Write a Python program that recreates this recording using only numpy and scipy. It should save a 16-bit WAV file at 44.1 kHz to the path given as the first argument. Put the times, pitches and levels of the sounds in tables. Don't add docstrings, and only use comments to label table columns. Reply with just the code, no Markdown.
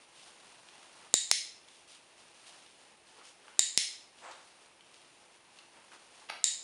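import sys
import numpy as np
from scipy import signal
from scipy.fft import rfft, irfft
from scipy.io import wavfile

SR = 44100
rng = np.random.default_rng(int(sys.argv[2]) if len(sys.argv) > 2 else 0)


def generate_wav(sig):
    pcm = np.round(np.clip(np.atleast_2d(sig).T, -1, 1) * 32767).astype(np.int16)
    wavfile.write(sys.argv[1], SR, pcm)


N = 292659
TIME = np.arange(N) / SR


def clicker():
    # (time [s], strength [dB], direct path [dB], tilt [dB/octave], pop [dB], pop [Hz])
    presses = [(1.1398, 3.5, -3, -1.5, 8, 352), (3.5926, 3.5, -2, -2, -3, 820),
               (6.4414, 3, -7, -0.8, -11, 590)]
    releases = [(1.3131, 4.5, -1, 0, 4.5, 700), (3.7753, 5, -3.5, -0.2, 2.5, 189)]
    # (frequency [Hz], width [Hz], level [dB])
    press_modes = [(1880, 300, -16.5), (3070, 400, -17.5), (3760, 130, -1), (4830, 740, -11),
                   (5160, 220, -6.5), (7150, 380, .5), (8300, 200, -6), (8640, 590, -11.5),
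                   (9640, 760, -22), (10600, 350, -28)]
    # (frequency [Hz], width [Hz], level [dB])
    release_modes = [(2100, 260, -3.5), (2760, 450, -8), (3540, 800, -6), (4150, 250, -1), (5260, 350, 0),
                     (6390, 270, -2.7), (7220, 530, -8), (8200, 370, -9), (8880, 1430, -10.6),
                     (10360, 520, -15)]
    return snaps(presses, press_modes, pop_width=1.9) + snaps(releases, release_modes, pop_width=1.4)


def snaps(events, modes, pop_width):
    direct, sent = np.zeros((2, N))
    blow = signal.unit_impulse(SR // 20)
    case = signal.butter(6, 1760, "high", fs=SR, output="sos")
    beam = signal.butter(1, 4600, "high", fs=SR, output="sos")
    leak_db, recoil_s = -22, .0011
    for time, db, direct_db, tilt_db, pop_db, pop_hz in events:
        ring = from_db(db) * strike(blow, modes, tilt_db, vary_db=0.97)
        snap = signal.sosfilt(case, ring) + from_db(leak_db) * ring
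        add(sent, time, snap)
        add(direct, time, from_db(direct_db) * signal.sosfilt(beam, snap))
        add(direct, time + recoil_s, from_db(pop_db) * resonate(blow, pop_hz, pop_width * pop_hz))
    return np.array([direct, sent])


def strike(blow, modes, tilt_db, vary_db):
    ring = 0
    for k, (hz, width, db) in enumerate(modes):
        gain = from_db(db + tilt_db * np.log2(hz) + vary_db * rng.standard_normal())
        ring = ring + (-1) ** k * gain * resonate(blow, hz, width)
    return ring / np.abs(ring).max()


def paw_steps():
    # (time [s], peak level [dB], centre [Hz], decay [s])
    taps = [(.686, -43.5, 2960, 0.03), (1.017, -53.5, 900, .06), (1.052, -59, 1000, 0.042),
            (1.685, -43.5, 3130, 0.018), (2.662, -45.5, 2980, 0.056), (3.212, -47, 1200, .04),
            (3.253, -46, 5500, .02), (3.271, -46, 5000, .015), (3.481, -40.5, 1200, 0.017),
            (4.186, -47.5, 3450, 0.033), (4.311, -45, 3600, 0.14), (4.807, -45, 2930, 0.024),
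            (4.942, -44, 3400, 0.019), (5.587, -42, 3200, 0.035), (5.917, -47, 1300, 0.058),
            (6.218, -48.5, 927, 0.089)]
    track = np.zeros(N)
    for time, db, hz, t60 in taps:
        tap = resonate(scratch(t60), hz, width=0.35 * hz)
        add(track, time, from_db(db) * tap / np.abs(tap).max())
    return track


def clack():
    # (time [s], level [dB], decay [s])
    contacts = [(6.2879, -38.5, 0.11), (6.2963, -31, 0.0076), (6.299, -23.5, 0.013), (6.309, -45, 0.1)]
    # (frequency [Hz], width [Hz], level [dB])
    modes = [(900, 690, -5.5), (1200, 240, 1.5), (1850, 430, -3.5), (2640, 370, 2), (4100, 1700, -9),
             (5740, 2500, -18), (9200, 900, -22)]
    track = np.zeros(N)
    for time, db, t60 in contacts:
        add(track, time, from_db(db) * strike(scratch(t60), modes, tilt_db=0, vary_db=2.0))
    return signal.sosfilt(signal.butter(2, 270, "high", fs=SR, output="sos"), track)


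def scratch(t60):
    t = TIME[:SR // 5]
    return rng.standard_normal(len(t)) * np.exp(-np.log(1000) * t / t60)


def trouser_rub():
    # (start [s], length [s], body [dB], hiss [dB])
    strokes = [(0, 0.069, -67, -63), (0.124, 0.26, -65.5, -58), (.22, 0.73, -63.5, -62),
               (0.658, 0.61, -63, -61.5), (1.003, 0.091, -60.5, -66), (1.66, 0.21, -73, -61),
               (1.866, 0.14, -78.5, -57), (2.156, .13, -66.5, -62), (2.24, 0.74, -70.5, -62),
               (2.451, 0.08, -67, -57), (2.517, 0.083, -59.5, -62.5), (2.77, 0.14, -66.5, -65),
               (3.051, 0.087, -72, -65), (3.151, 0.11, -59, -63), (3.22, 0.13, -65.5, -57.5),
               (3.393, 0.26, -62, -64), (4.16, 0.11, -73, -62), (4.413, 0.17, -81, -64),
               (4.926, 0.14, -80, -65.5), (5.552, 0.25, -69, -74), (5.713, 0.17, -62, -69),
               (5.91, .07, -56, -59), (5.97, .15, -65, -65), (6.098, 0.18, -67, -63)]
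    # (frequency [Hz], relative level [dB])
    body_colour = [(150, -13), (400, -2), (900, 2.5), (1600, -1.5), (2800, -7), (5000, -28)]
    # (frequency [Hz], relative level [dB])
    hiss_colour = [(1200, -23.5), (2800, 0.5), (5000, -3), (7000, -5.5), (7900, -9), (9000, -2),
                   (10500, -12), (12000, -17)]
    restless = from_db(2.5 * flutter(4.2))
    body_power = (restless * from_db(-71)) ** 2
    hiss_power = (restless * from_db(-68)) ** 2
    for start, length, body_db, hiss_db in strokes:
        fastest = start + 0.34 * length
        speed = np.sin(np.interp(TIME, [start, fastest, start + length], [0, np.pi / 2, np.pi]))
        body_power += (from_db(body_db) * speed) ** 2
        hiss_power += (from_db(hiss_db) * speed) ** 2
    grain = rms_one(from_db(1.5 * flutter(130)))
    return grain * (np.sqrt(body_power) * noise(body_colour) + np.sqrt(hiss_power) * noise(hiss_colour))


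def swish():
    # (frequency [Hz], relative level [dB])
    colour = [(88, -65), (150, -34.5), (350, -11), (457, -17.5), (514, -3.5), (607, -7.5), (875, -1.5),
              (1730, -8.5), (3200, -17), (5280, -25), (8000, -18.5), (10400, -39), (17600, -120)]
    start_s, attack_s, hold_s = 4.208, .035, .06
    level_db, fade_db_per_s, grain_db = -49, 105, 0.2
    age = TIME - start_s
    swell = np.clip(age / attack_s, 0, 1)
    fade_db = fade_db_per_s * np.maximum(age - attack_s - hold_s, 0)
    return swell * from_db(level_db - fade_db + grain_db * flutter(82)) * noise(colour)


def living_room():
    # (frequency [Hz], 60 dB decay [s])
    decays = [(200, 0.46), (1500, .47), (4000, 0.5), (7000, 0.45), (10500, 0.39)]
    # (delay [s], level [dB])
    echoes = [(.0088, -30), (0.0116, -29), (0.025, -28), (.0415, -28.5)]
    tail_db, gap_s, build_s, early_share = -11, .002, 0.056, 0.59
    t, hz = TIME[:SR], np.fft.rfftfreq(SR, 1 / SR)
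    white = rfft(rng.standard_normal(SR))
    tail = np.zeros(SR)
    for centre, t60 in decays:
        band = at_hz([(f, f == centre) for f, _ in decays], hz)
        tail += irfft(white * band, SR) * np.exp(-np.log(1000) * t / t60)
    tail *= (early_share + (1 - early_share) * np.minimum(t / build_s, 1)) * (t > gap_s)
    response = from_db(tail_db) * tail / np.sqrt(np.sum(tail ** 2))
    for delay, db in echoes:
        add(response, delay, from_db([db]))
    return response


def room_tone():
    # (frequency [Hz], relative level [dB])
    air = [(15, -61), (25, -18.5), (134, -6.5), (296, -3), (336, -5), (391, -2.5), (840, -1), (1470, -7),
           (2710, -3.5), (3160, -8), (7130, -14.5), (7900, -17), (8970, -10), (10200, -12), (11000, -21.5),
           (14300, -37), (22000, -120)]
    # (frequency [Hz], level [dB])
    tones = [(343, -79.5), (824, -86.5)]
    hum = 0
    for hz, db in tones:
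        phase = 2 * np.pi * hz * TIME + 0.81 * flutter(3)
        hum = hum + np.sqrt(2) * from_db(db) * np.sin(phase)
    return from_db(-63.5) * noise(air) + hum


def noise(spectrum):
    hz = np.fft.rfftfreq(N, 1 / SR)
    ends = np.minimum(1, hz / spectrum[0][0]) / np.maximum(1, hz / spectrum[-1][0]) ** 2
    white = rfft(rng.standard_normal(N))
    return rms_one(irfft(white * from_db(at_hz(spectrum, hz)) * ends, N))


def flutter(rate_hz):
    smooth = signal.butter(2, rate_hz, fs=SR, output="sos")
    return rms_one(signal.sosfilt(smooth, rng.standard_normal(N)))


def resonate(x, hz, width):
    r = np.exp(-np.pi * width / SR)
    poles = [1, -2 * r * np.cos(2 * np.pi * hz / SR), r * r]
    return signal.lfilter(np.array([1, 0, -1]) * (1 - r * r) / 2, poles, x)


def from_db(db):
    return 10 ** (np.asarray(db) / 20)


def rms_one(x):
    return x / np.sqrt(np.mean(x ** 2) + 1e-20)


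def at_hz(points, hz):
    f, value = np.transpose(points)
    return np.interp(np.log(np.maximum(hz, 1)), np.log(f), value)


def add(track, time, sound):
    i = int(round(time * SR))
    track[i:i + len(sound)] += sound[:N - i]


def scene():
    clicks, clicks_sent = clicker()
    steps, knock = paw_steps(), clack()
    sent = clicks_sent + from_db(8) * steps + from_db(9.5) * knock
    reverberation = signal.fftconvolve(sent, living_room())[:N]
    background = trouser_rub() + swish() + room_tone()
    return (clicks + steps + knock + reverberation + background)[None]


def record(dry):
    mic_top_hz, cutoff_hz, ceiling = 11000, 16000, .52
    headroom = np.where(dry > 0, .68, .71)
    overloaded = headroom * np.tanh(dry / headroom)
    heard = signal.sosfilt(signal.butter(30, mic_top_hz, fs=SR, output="sos"), overloaded)
    clipped = np.clip(heard, -ceiling, ceiling)
    return signal.sosfilt(signal.butter(24, cutoff_hz, fs=SR, output="sos"), clipped)


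dry = scene()
out = record(dry)
generate_wav(out)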